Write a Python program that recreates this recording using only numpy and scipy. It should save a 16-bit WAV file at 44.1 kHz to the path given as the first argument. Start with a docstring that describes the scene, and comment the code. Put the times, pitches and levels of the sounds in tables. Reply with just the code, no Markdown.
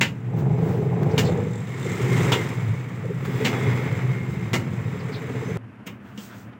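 """A sharp, woody knock rings round an open brick workshop and returns about once a second.
Before one microphone, a potter's kick wheel turns over a pit: its loose shaft clacks, and its worn
bearing rumbles, throbs, grinds and ticks, setting the frame moaning. Wet hands wipe the clay; far off
a bird chirps faintly. The wheel's noise stops abruptly, leaving a few soft bumps, knocks and wipes
in the quiet yard."""
import sys
import numpy as np
from scipy import signal
from scipy.fft import rfft, irfft, next_fast_len
from scipy.io import wavfile

SR = 44100
rng = np.random.default_rng(int(sys.argv[2]) if len(sys.argv) > 2 else 0)


def transcribe(u):
    """Save the signal u as a 16-bit wav file named by the first command-line argument.

    u: samples, shape (n,) or (channels, n), limited to [-1, 1]; the rate is SR.
    q: integer samples, one column per channel.
    """
    v = np.clip(np.atleast_2d(u).T, -1, 1)
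    q = np.round(v * 32767).astype(np.int16)
    wavfile.write(sys.argv[1], SR, q)


N = 290619
TIME = np.arange(N) / SR

# Pace of the wheel: t/s, throb rate/Hz
THROB_RATE = [(0.0, 14.47), (0.65, 27.3), (0.88, 19.98), (1.35, 30.13), (1.68, 13.02), (1.95, 23.21),
              (2.28, 25.36), (2.5, 18.37), (3.0, 16.24), (3.8, 15.65), (4.3, 16.63), (4.95, 13.69),
              (5.6, 15.81)]
# Drag of the bearing, swelling and easing about once a second: t/s, relative level/dB
BEARING_DRAG = [(0, -22), (.2, -22.5), (.6, -15), (1.0, -13.5), (1.22, -6), (1.58, -14.5), (2.0, -3),
                (2.28, 1.5), (2.55, -8), (2.85, -12.5), (3.15, -13), (3.42, -3), (3.53, -0.5), (3.9, -4),
                (4.25, -11), (4.95, -10.5), (5.38, -8), (5.55, -8.5)]
STOP_S = 5.572
def wheel():
    """Foreground: uneven rotation and bearing drag drive the wheel's noises until they cut off."""
    cycles = np.cumsum(follow(THROB_RATE) * np.exp(.01 * drift(12))) / SR
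    throb = np.cos(2 * np.pi * cycles)
    drag_db = follow(BEARING_DRAG)
    # worn spots in the bearing jolt the shaft
    blows = unit(jolts(cycles, spread_db=0) + 2.3 * jolts(3 * cycles + .15 * drift(30), spread_db=3))
    rolling = rng.standard_normal(N) * amp(2.1 * throb)
    out = pit_rumble(blows, rolling, throb) + frame_growl(blows, throb, drag_db)
    # the loose shaft chatters about three times a throb, with one more jolt on top
    chatter = jolts(3 * cycles + .3 * drift(60), spread_db=-1.5)
    chatter = unit(chatter + .67 * jolts(cycles + .1489, spread_db=-2))
    out += collar_rattle(chatter, rolling) + frame_hum(chatter, rolling, throb)
    out += bearing_grind(throb, drag_db) + hiss_and_fizz(cycles, drag_db) + ball_ticks()
    out += shaft_clacks() + frame_moans()
    return out * (TIME < STOP_S)


# Spectrum down in the pit: f/Hz, level/dB
PIT_COLOUR = [(30, -82), (50, -33), (65, -19.5), (85, -6.5), (105, 3.5), (125, 4.5), (145, 3), (175, 3),
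              (215, -7.5), (300, -23), (450, -75), (2000, -100)]
# Course of the rumble: t/s, level/dB
RUMBLE_LEVEL = [(0, -27.5), (0.18, -32.5), (0.45, -19.5), (0.72, -24.5), (1.02, -21.5), (1.3, -22),
                (1.7, -32), (1.95, -26.5), (2.15, -21), (2.3, -25.5), (2.38, -29), (2.62, -26),
                (2.82, -32.5), (3.35, -26), (3.55, -28), (3.7, -23.5), (4.1, -28.5), (4.22, -27.5),
                (4.75, -26), (5.25, -31.5), (5.55, -26)]
# The pit's air booms up: middle t/s, length/s, f/Hz, level/dB
PIT_BOOMS = [(0.55, 0.25, 162, -29), (2.19, 0.26, 127, -22), (2.702, 0.13, 111, -20.5),
             (3.676, 0.094, 128, -20), (3.941, 0.051, 124.6, -24.5), (4.084, 0.11, 129.3, -21.5)]
def pit_rumble(blows, rolling, throb):
    """Under the wheel, the jolted shaft rumbles and the air in the pit resonates."""
    air = ring(rng.standard_normal(N), [(125.4, 7, 0)])
    boom = amp(-4.5 + 1.5 * throb) * steady(colour(air, PIT_COLOUR), span_s=.6)
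    shaft = colour(blows + .76 * rolling, PIT_COLOUR)
    rumble = amp(follow(RUMBLE_LEVEL) + .66 * drift(21)) * steady(shaft + boom, span_s=.2)
    return rumble + tones(colour(rolling, PIT_COLOUR), PIT_BOOMS, width_hz=5)


# Resonances of the frame: f/Hz, width/Hz, level/dB
FRAME_RESONANCES = [(252.2, 6.2, 2), (349.4, 16, 1.5), (418.3, 46, 1.5), (491, 99, -2.5)]
# How well the frame radiates: f/Hz, level/dB
FRAME_RADIATION = [(40, -50), (120, -41), (260, 1.5), (550, 0), (1200, -19.5), (6000, -63.5)]
def frame_growl(blows, throb, drag_db):
    """Jolts and grit shake the frame, harder as the bearing drags."""
    frame = ring(.5 * blows + grit(400, spread_db=2) * amp(1.2 * throb), FRAME_RESONANCES)
    growl = steady(colour(frame, FRAME_RADIATION), span_s=.23)
    return amp(-33.5 + .97 * drag_db + 1.7 * throb) * growl


# Moans as the hands brake the wheel: middle t/s, f/Hz, level/dB
MOANS = [(0.623, 430, -34), (0.665, 430, -27), (0.705, 437, -29), (0.747, 434, -27.5), (0.787, 419, -27.5),
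         (0.814, 432, -25), (0.865, 425, -29.5), (1.3, 467, -25), (1.39, 480, -30), (1.435, 457, -41),
         (1.47, 470, -32), (1.864, 408, -28.5), (1.91, 405, -35.5), (2.004, 400, -26.5), (2.045, 410, -26),
         (2.087, 420, -31.0), (2.126, 417, -26), (2.165, 376, -27), (2.205, 398, -25), (2.245, 380, -26),
         (2.285, 400, -34), (2.325, 400, -21.5), (2.369, 419, -25.5), (2.395, 428, -28.0),
         (3.054, 450, -32.5), (3.11, 412, -29), (3.229, 406, -37.5), (3.289, 394, -35), (3.345, 430, -36),
         (3.42, 408, -23.5), (3.599, 406, -34), (3.671, 420, -27), (3.736, 447, -45), (3.796, 420, -31.5),
         (3.864, 409, -53), (3.925, 404, -37), (4.048, 390, -38), (4.175, 377, -39), (4.231, 380, -38),
         (4.29, 414, -39), (4.411, 390, -47), (4.54, 430, -36), (4.675, 400, -44), (4.875, 417, -49),
         (4.95, 424, -39), (5.026, 437, -36.0), (5.101, 455, -35), (5.166, 450, -35.5), (5.235, 440, -34),
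         (5.303, 448, -34.0), (5.36, 410, -33), (5.431, 430, -31.0), (5.503, 420, -29), (5.566, 409, -33.5)]
def frame_moans():
    """In separate throbs the frame swells up on a slightly different note and dies away."""
    out, t = np.zeros(N), np.arange(-SR // 10, SR // 10) / SR
    for s, hz, db in MOANS:
        length = .58 / np.interp(s, *np.transpose(THROB_RATE))  # just over half a throb
        note = ring(rng.standard_normal(len(t)), [(hz, 41, 0)])
        note = colour(note, [(hz / 2, -24), (hz, 0), (hz * 2, -30)])
        add(out, s + t[0], amp(db) * np.exp(-(2 * t / length) ** 2) * steady(note, span_s=.015))
    return out


# Held notes of the frame: middle t/s, length/s, f/Hz, level/dB
FRAME_HUMS = [(1.36, 0.38, 481, -35), (2.18, 0.6, 357.6, -33), (3.412, 0.17, 250, -37.5),
              (4.393, 0.9, 346.4, -41.5), (5.3, 0.98, 252, -45.5)]
def frame_hum(chatter, rolling, throb):
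    """Narrow resonances of the frame hum on under the throbs."""
    drive = colour(chatter + 1.4 * rolling, FRAME_RADIATION)
    return tones(drive, FRAME_HUMS, width_hz=6.1) * amp(.48 * throb)


# The shaft hits its collar as the wheel is driven: t/s, relative level/dB
SHAFT_HITS = [(.2842, -39), (.3346, -37), (.3815, -33), (.424, -33), (.4668, -33), (.5077, -31),
              (.5466, -34), (.587, -34), (.6264, -32), (.6633, -30), (.7007, -31.5), (.7387, -33),
              (.7826, -36), (.829, -29.5), (.8783, -33), (.9262, -29), (.9726, -27.5), (1.017, -27.5),
              (1.0594, -25.5), (1.1003, -29.5), (1.1398, -26.5), (1.2141, -30), (1.25, -28), (1.2859, -32),
              (1.32, -32), (1.3538, -33), (1.386, -33), (1.421, -36)]
# Ring of each hit: f/Hz, width/Hz, level/dB
CLACK_RESONANCES = [(417, 83, 5.5), (530, 90, -5), (690, 70, -4.5), (794, 54, 3), (886, 68, -13)]
# Spectrum of its scuff: f/Hz, level/dB
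SCUFF_COLOUR = [(150, -13), (400, 6.5), (600, -5.5), (800, 2), (950, -7.5), (1150, -19), (1800, -34),
                (3500, -53)]
def shaft_clacks():
    """Hollow clacks at the collar: each blow rings the same few modes, with a brief dull scuff."""
    blows = np.zeros(N)
    for s, db in SHAFT_HITS:
        add(blows, s, amp([db]))
    friction = steady(colour(rng.standard_normal(N), SCUFF_COLOUR), span_s=.0044)
    scuffs = taps(SHAFT_HITS, hold_s=.009, decay_s=.004) * friction
    clacks = amp(-6) * scuffs.std() * ring(blows, CLACK_RESONANCES) + amp(-4) * scuffs
    return signal.sosfilt(signal.butter(4, 1900, fs=SR, output="sos"), clacks)


# Resonances of the shaft: f/Hz, width/Hz, level/dB
SHAFT_RESONANCES = [(171, 25.6, 9.5), (443.3, 11.5, 9.5), (494, 67, 2), (700, 25, -6.5), (789, 63, -8)]
# How well the shaft radiates: f/Hz, level/dB
SHAFT_RADIATION = [(40, -74), (110, -11), (170, -6), (500, -1), (700, -1.5), (1000, -3), (2000, -19),
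                   (6000, -57)]
# Rattle while the clay is pressed hard: middle t/s, length/s, level/dB
CLAY_PRESSES = [(0.43, 0.25, -30.5), (0.672, 0.26, -28.5), (1.166, 0.6, -26), (3.56, 0.23, -30.5),
                (5.1, 1, -52)]
def collar_rattle(chatter, rolling):
    """The loose shaft rattles and shakes the frame, loudly under a press and faintly in between."""
    pressed = sum(amp(db) * swell(s, length) for s, length, db in CLAY_PRESSES)
    shaft = colour(ring(chatter + .37 * rolling, SHAFT_RESONANCES), SHAFT_RADIATION)
    frame = colour(ring(chatter, FRAME_RESONANCES), FRAME_RADIATION)
    return np.hypot(pressed, amp(-49.5)) * steady(shaft + amp(-2.5) * frame, span_s=.089)


# Spectrum of the grinding: f/Hz, level/dB
GRIND_COLOUR = [(60, -44), (250, 11.5), (500, -3), (900, 1.5), (1300, 0.5), (1600, -2.5), (1950, 2),
                (2350, -2.5), (2650, -8), (3600, -16), (4400, -23.5), (8000, -33), (12000, -69.5)]
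# Resonances of the bearing: f/Hz, width/Hz, level/dB
BEARING_RESONANCES = [(2142, 88, 0), (2340, 29, -11), (2300, 40, -33), (3340, 90, -20.5), (3693, 89, -12.5),
                      (5140, 81, -16), (6040, 65, -17), (7500, 100, -14.5), (10400, 200, -31.5)]
# Brief metallic swells of the race: middle t/s, length/s, f/Hz, level/dB
RACE_RINGS = [(1.732, 0.078, 2160, -48), (1.907, 0.093, 2110, -40), (2.136, 0.08, 2145, -36),
              (2.4, 0.059, 2105, -36), (2.794, 0.15, 2250, -50.5), (3.543, 0.44, 3400, -51),
              (3.69, 0.57, 2140, -43.5), (4.18, 0.18, 2140, -43.5), (4.376, 0.15, 2110, -50)]
def bearing_grind(throb, drag_db):
    """Grit in the race grinds and makes the metal sing as the bearing drags."""
    scrape = grit(2500, spread_db=-2.5) + .73 * rng.standard_normal(N)
    scrape *= amp(.14 * throb + drift(77))
    grind = amp(-30.5 + drag_db) * colour(scrape, GRIND_COLOUR)
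    singing_db = -43 + .96 * drag_db + 2 * drift(8.2)
    singing = amp(singing_db) * ring(grit(2500, spread_db=2.5), BEARING_RESONANCES)
    return grind + singing + tones(scrape, RACE_RINGS, width_hz=22)


# Spectra of the bearing's hiss and the clay's fizz: f/Hz, level/dB
BEARING_HISS = [(2000, 0.5), (3500, 2.5), (4600, -7.5), (6200, -1), (7600, -0.5), (8400, -4.5), (9600, -14),
                (11500, -17), (15700, -10.5)]
CLAY_FIZZ = [(5000, -38), (9000, -18), (11500, -24), (13500, -18), (15700, -9)]
def hiss_and_fizz(cycles, drag_db):
    """The bearing hisses and wet clay fizzes under the hands; both rise with the drag."""
    surge_db = 8.5 * swell(s=2.14, length=.99)  # once, as the wheel speeds up
    hiss_db = -49.5 + .77 * drag_db + surge_db + 1.15 * np.cos(4 * np.pi * cycles)
    hiss = amp(hiss_db) * colour(rng.standard_normal(N) * amp(2.5 * drift(98)), BEARING_HISS)
    fizz = amp(-53.5 + .84 * drag_db + .9 * drift(8)) * colour(rng.standard_normal(N), CLAY_FIZZ)
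    return room(hiss + fizz, wet_db=-4)


# Slips of the bearing balls: t/s, level/dB
BALL_SLIPS = [(1.2499, -42), (1.2713, -44), (1.296, -44), (1.3202, -48), (1.3726, -50), (1.402, -54),
              (1.435, -52), (1.4689, -55), (1.5103, -53), (1.5327, -48), (1.5542, -47), (1.5771, -50),
              (1.6016, -47.5), (1.634, -63), (1.6694, -51), (1.6894, -50), (1.718, -55), (1.7448, -57),
              (1.7732, -53), (1.8, -57), (1.8276, -44), (1.845, -46), (1.8615, -42), (1.8944, -42),
              (1.915, -44), (1.955, -44), (5.228, -64), (5.268, -59), (5.297, -58), (5.333, -57),
              (5.358, -54), (5.378, -58), (5.401, -58)]
# Their resonances: f/Hz, width/Hz, level/dB
BALL_RESONANCES = [(3570, 190, 6.5), (6400, 340, 2), (6800, 620, 1), (7500, 330, 9), (8150, 500, -25)]
# How well they radiate: f/Hz, level/dB
BALL_RADIATION = [(2000, -8), (3500, 3.5), (8200, -1.5), (10000, 0)]
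def ball_ticks():
    """Each ball slips briefly at a worn spot, with a thin, well-damped ring."""
    slips = taps(BALL_SLIPS, hold_s=.005, decay_s=.002) * rng.standard_normal(N)
    return room(slips.std() * colour(ring(slips, BALL_RESONANCES), BALL_RADIATION), wet_db=-3)


# One thin squeak: middle t/s, length/s, f/Hz, level/dB
DRY_SQUEAK = (5.49, .11, 6200, -58)
def bearing_squeak():
    """The dry bearing whistles briefly, with an unsteady tone."""
    s, length, hz, db = DRY_SQUEAK
    whistle = ring(rng.standard_normal(N), [(hz, 90, 0)])
    return amp(db) * np.exp(-(2 * (TIME - s) / length) ** 4) * whistle


# Knocks in the workshop: t/s, level/dB, rise/s, tilt/(dB per octave),
# main ring f/Hz, its width/octaves, its boost/dB, hollow body/dB
WOOD_KNOCKS = [(.0098, -14.5, 0.0016, -0.1, 2720, 0.69, 14, 3.5),
               (1.179, -20, 0.00041, 1.3, 2920, 0.49, 9.5, 0.5),
               (2.319, -17.5, 0.0011, 0.5, 3120, 0.35, 17, 12),
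               (3.444, -20.5, 0.0082, 0, 3000, 0.6, 9.5, -4),
               (4.532, -18.5, 0.0068, -1.05, 2180, 0.22, 7.5, 5),
               (5.863, -35, 0.014, -2, 2700, 0.55, 15, 7), (6.175, -38.5, 0.0017, 0, 3160, 0.19, 12, -4)]
# After-ring of the wood: f/Hz, width/Hz, level/dB
WOOD_RESONANCES = [(2840, 28, -10.5), (2890, 91, -1), (2900, 110, 8), (3420, 230, -13)]
# Hard contacts within the knocks, some striking twice: t/s, level/dB
CONTACTS = [(.0108, -17), (1.1792, -15.5), (2.3194, -19), (3.4495, -21), (3.4592, -17.5), (4.5333, -19),
            (4.5412, -18.5)]
# Their echoes, reaching the microphone off pit, floor and wall: delay/s, relative level/dB
FIRST_ECHOES = [(.0055, -12.5), (0.0139, -3), (0.021, -4)]
# Spectra of a knock's burst and of its crack: f/Hz, level/dB
BURST_COLOUR = [(30, -47), (80, -33.5), (200, 16), (400, 5.5), (800, -5.5), (1600, -0.5), (2200, -0.5),
                (3100, -9), (3700, -7.5), (4400, -9.5), (7400, -7), (8300, -16), (10500, -27), (13000, -24),
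                (15700, -16)]
CRACK_COLOUR = [(300, 4), (1200, 5), (2200, 13.5), (3100, 8), (4300, -8), (7000, -7), (9000, -32),
                (11000, -29.5), (15700, -20.5)]
def knocks(burst_decay_s=.025, crack_decay_s=.001):
    """Hard, woody claps: a crack, a ragged burst and a short ring, then the walls answer."""
    out, t = np.zeros(N), np.arange(SR // 4) / SR
    hz = np.fft.rfftfreq(len(t), 1 / SR) + 1
    for s, db, rise_s, tilt_db, ring_hz, ring_octaves, ring_db, body_db in WOOD_KNOCKS:
        shape_db = read(BURST_COLOUR, hz) + tilt_db * np.log2(hz / 2000)
        shape_db += ring_db * np.exp(-(np.log2(hz / ring_hz) / ring_octaves) ** 2)
        shape_db += body_db * np.exp(-(np.log2(hz / 1000) / .52) ** 2)
        burst = unit(irfft(rfft(rng.standard_normal(len(t))) * amp(shape_db), len(t)))
        blow = burst * np.minimum(t / rise_s, 1) * np.exp(-np.maximum(t - rise_s, 0) / burst_decay_s)
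        after_ring = amp(-12) * blow.std() * ring(blow, WOOD_RESONANCES)
        add(out, s, amp(db) * (blow + after_ring))
    for s, db in CONTACTS:
        for delay_s, echo_db in [(0, 0)] + FIRST_ECHOES:
            crack = steady(colour(rng.standard_normal(len(t)), CRACK_COLOUR), span_s=.002)
            add(out, s + delay_s, amp(db + echo_db) * np.exp(-t / crack_decay_s) * crack)
    return room(out, wet_db=-6)


# Bumps at the wheel: t/s, relative level/dB
WHEEL_BUMPS = [(4.532, -27), (5.867, -23), (5.895, -30), (5.929, -34), (6.006, -31), (6.145, -26),
               (6.179, -21.5), (6.497, -37)]
def bumps():
    """Soft low bumps, each with a brief hollow ring."""
    out, t = np.zeros(N), np.arange(SR // 6) / SR
    envelope = (1 - np.exp(-t / .0029)) * np.exp(-t / .0085)
    for s, db in WHEEL_BUMPS:
        hz = 205 * np.exp(.034 * rng.standard_normal())
        add(out, s, amp(db) * envelope * np.sin(2 * np.pi * hz * t))
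    return out


# Hands on the clay, and a brief bright fizz on the faint knock at 5.86 s: middle t/s, length/s, level/dB, share
# of dull rubbing/0-1
HAND_WIPES = [(0.395, 0.057, -45, 0.43), (0.702, 0.2, -44, 0.53), (1.033, 0.0059, -34, 0.6),
              (3.257, 0.015, -33, 0.7), (3.397, 0.37, -47.5, 0.13), (4.326, .09, -52, 0.1),
              (5.873, 0.015, -36, 0.12), (6.084, 0.11, -52, 0.7), (6.235, 0.11, -44, 0.05),
              (6.327, 0.08, -46.5, 0.96), (6.384, 0.13, -52, 0.03), (6.531, 0.022, -51.5, 1)]
# Spectra of wet and of drier skin: f/Hz, level/dB
WET_SKIN = [(500, 2), (1500, 2), (3000, 2.5), (4300, 1), (6500, 2.5), (7700, 2), (10500, -11),
            (13000, -5.5), (15700, 7)]
DRY_SKIN = [(300, -4), (900, -4.5), (1500, 1.5), (2300, -9.5), (3200, -10.5), (6000, -32), (12000, -52)]
def wipes():
    """On top of the wheel, wet fingers slide with a fine fizz; drier skin gives a dull rub."""
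    wet = colour(grit(9000, spread_db=0), WET_SKIN)
    dull = colour(grit(2000, spread_db=1.5), DRY_SKIN)
    out = np.zeros(N)
    for s, length, db, share in HAND_WIPES:
        out += amp(db) * swell(s, length) * (np.sqrt(share) * dull + (1 - share) * wet)
    return room(out, wet_db=-6.5)


# A bird far from the microphone: t/s, length/s, start f/Hz, held f/Hz, end f/Hz, level/dB
BIRD_CHIRPS = [(1.095, 0.046, 6400, 5020, 2960, -48), (1.233, 0.068, 5400, 4280, 2970, -37),
               (4.987, 0.037, 6000, 4840, 2680, -48), (5.117, 0.065, 5100, 4150, 3300, -38)]
def bird(rasp_depth=.125, ends_db=-15):
    """Raspy chirps drop, linger loudest on one note and drop again, smeared by the walls."""
    out, rasp = np.zeros(N), drift(1040)
    for s, length, start_hz, held_hz, end_hz, db in BIRD_CHIRPS:
        u = np.linspace(-1, 1, int(length * SR))  # 0 at the held note
        hz = held_hz + (np.where(u < 0, start_hz, end_hz) - held_hz) * u ** 2
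        hz *= 1 + rasp_depth * rasp[int(s * SR):][:len(u)]
        envelope = amp(db + ends_db * abs(u)) * signal.windows.tukey(len(u), .2)
        add(out, s, envelope * np.sin(2 * np.pi * np.cumsum(hz) / SR))
    return room(out, wet_db=-2)


# Spectrum of the yard outside: f/Hz, level/dB
YARD_AIR = [(30, -66), (48, -38), (62, -16), (90, -12.5), (115, 3.5), (150, -15), (200, -4), (260, -9),
            (330, -17), (480, -20.5), (700, -24.5), (1500, -25), (2700, -33), (4000, -50.5), (15500, -64.5)]
def yard():
    """Dull, gently wavering outdoor air behind everything."""
    return amp(-42 + drift(30)) * colour(rng.standard_normal(N), YARD_AIR)


# Reverberation of the workshop: f/Hz, time to fall 60 dB/s
WORKSHOP_DECAY = [(150, 0.61), (1000, 0.27), (2500, 0.056), (6000, 0.14), (15000, 0.21)]
def room(x, wet_db):
    """Adds the short, dense echo of brick walls and roof."""
    hz, t, noise = signal.stft(rng.standard_normal(SR // 2), SR, nperseg=256)
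    tail = signal.istft(noise * amp(-60 * t / read(WORKSHOP_DECAY, hz)[:, None]), SR, nperseg=256)[1]
    tail[:int(.003 * SR)] = 0
    return x + amp(wet_db) * signal.oaconvolve(x, tail / np.linalg.norm(tail))[:N]


def amp(db):
    return 10 ** (np.asarray(db) / 20)


def unit(x):
    return x / np.sqrt(np.mean(x ** 2) + 1e-20)


def follow(rows):
    """A curve table at every sample."""
    return np.interp(TIME, *np.transpose(rows))


def read(points, hz):
    """A spectrum table on a log-frequency axis."""
    f, value = np.transpose(points)
    return np.interp(np.log(hz + 1), np.log(f + 1), value)


def add(mix, s, sound):
    """Mixes a sound in at second s."""
    part = mix[max(round(s * SR), 0):][:len(sound)]
    part += sound[:len(part)]


def colour(x, points):
    """Gives x a spectrum, at rms 1."""
    size = next_fast_len(len(x) + 8192)
    gain = amp(read(points, np.fft.rfftfreq(size, 1 / SR)))
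    return unit(irfft(rfft(x, size) * gain, size)[:len(x)])


def ring(x, modes):
    """Drives a set of damped resonances, at rms 1."""
    t = np.arange(SR // 8) / SR
    body = sum((-1) ** k * amp(db) * width * np.exp(-np.pi * width * t) * np.cos(2 * np.pi * hz * t)
               for k, (hz, width, db) in enumerate(modes))
    return unit(signal.oaconvolve(x, body)[:len(x)])


def drift(per_s):
    """A smooth random wander of rms 1."""
    size = next_fast_len(N, real=True)
    hz = np.fft.rfftfreq(size, 1 / SR)
    lowpass = np.exp(-np.minimum(hz / per_s, 10) ** 2)
    return unit(irfft(rfft(rng.standard_normal(size)) * lowpass, size)[:N])


def steady(x, span_s):
    """Evens out swells slower than the span."""
    window = signal.windows.hann(int(span_s * SR) + 3)
    return x / np.sqrt(abs(signal.fftconvolve(x ** 2, window / window.sum(), "same")) + 1e-6)


def jolts(cycles, spread_db):
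    """One impulse at each whole cycle, its size scattered by the spread."""
    return np.diff(np.floor(cycles), prepend=0) * amp(spread_db * np.clip(rng.standard_normal(N), -2, 2))


def grit(per_s, spread_db):
    """Random tiny impacts, at rms 1."""
    impacts = (rng.random(N) < per_s / SR) * rng.choice([-1, 1], N)
    return unit(impacts * amp(spread_db * np.minimum(rng.exponential(1, N), 4)))


def swell(s, length):
    """A smooth rise and fall around the moment s, with its top at 1."""
    return np.exp(-np.minimum(2 * abs(TIME - s) / length, 10) ** 2)


def tones(drive, rows, width_hz):
    """Each row lets one resonance swell up and fade."""
    return sum(amp(db) * swell(s, length) * steady(ring(drive, [(hz, width_hz, 0)]), span_s=.084)
               for s, length, hz, db in rows)


def taps(rows, hold_s, decay_s):
    """The envelope of brief contacts: each starts at once, holds and dies away."""
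    out, t = np.zeros(N), np.arange(SR // 10) / SR
    for s, db in rows:
        add(out, s, amp(db) * np.exp(-np.maximum(t - hold_s, 0) / decay_s))
    return out


def scene():
    """Workshop in front, bird and yard behind, in mono."""
    return (wheel() + bearing_squeak() + knocks() + wipes() + bumps() + bird() + yard())[None]


def record(dry, low_hz=62, high_hz=15850):
    """The small microphone sheds the deepest bass; the recorder cuts the highest treble."""
    lean = signal.sosfilt(signal.butter(3, low_hz, "highpass", fs=SR, output="sos"), dry)
    band_limit = signal.firwin(511, high_hz, window=("kaiser", 9), fs=SR)
    return signal.oaconvolve(lean, band_limit[None], "same", axes=1)


dry = scene()
out = record(dry)
transcribe(out)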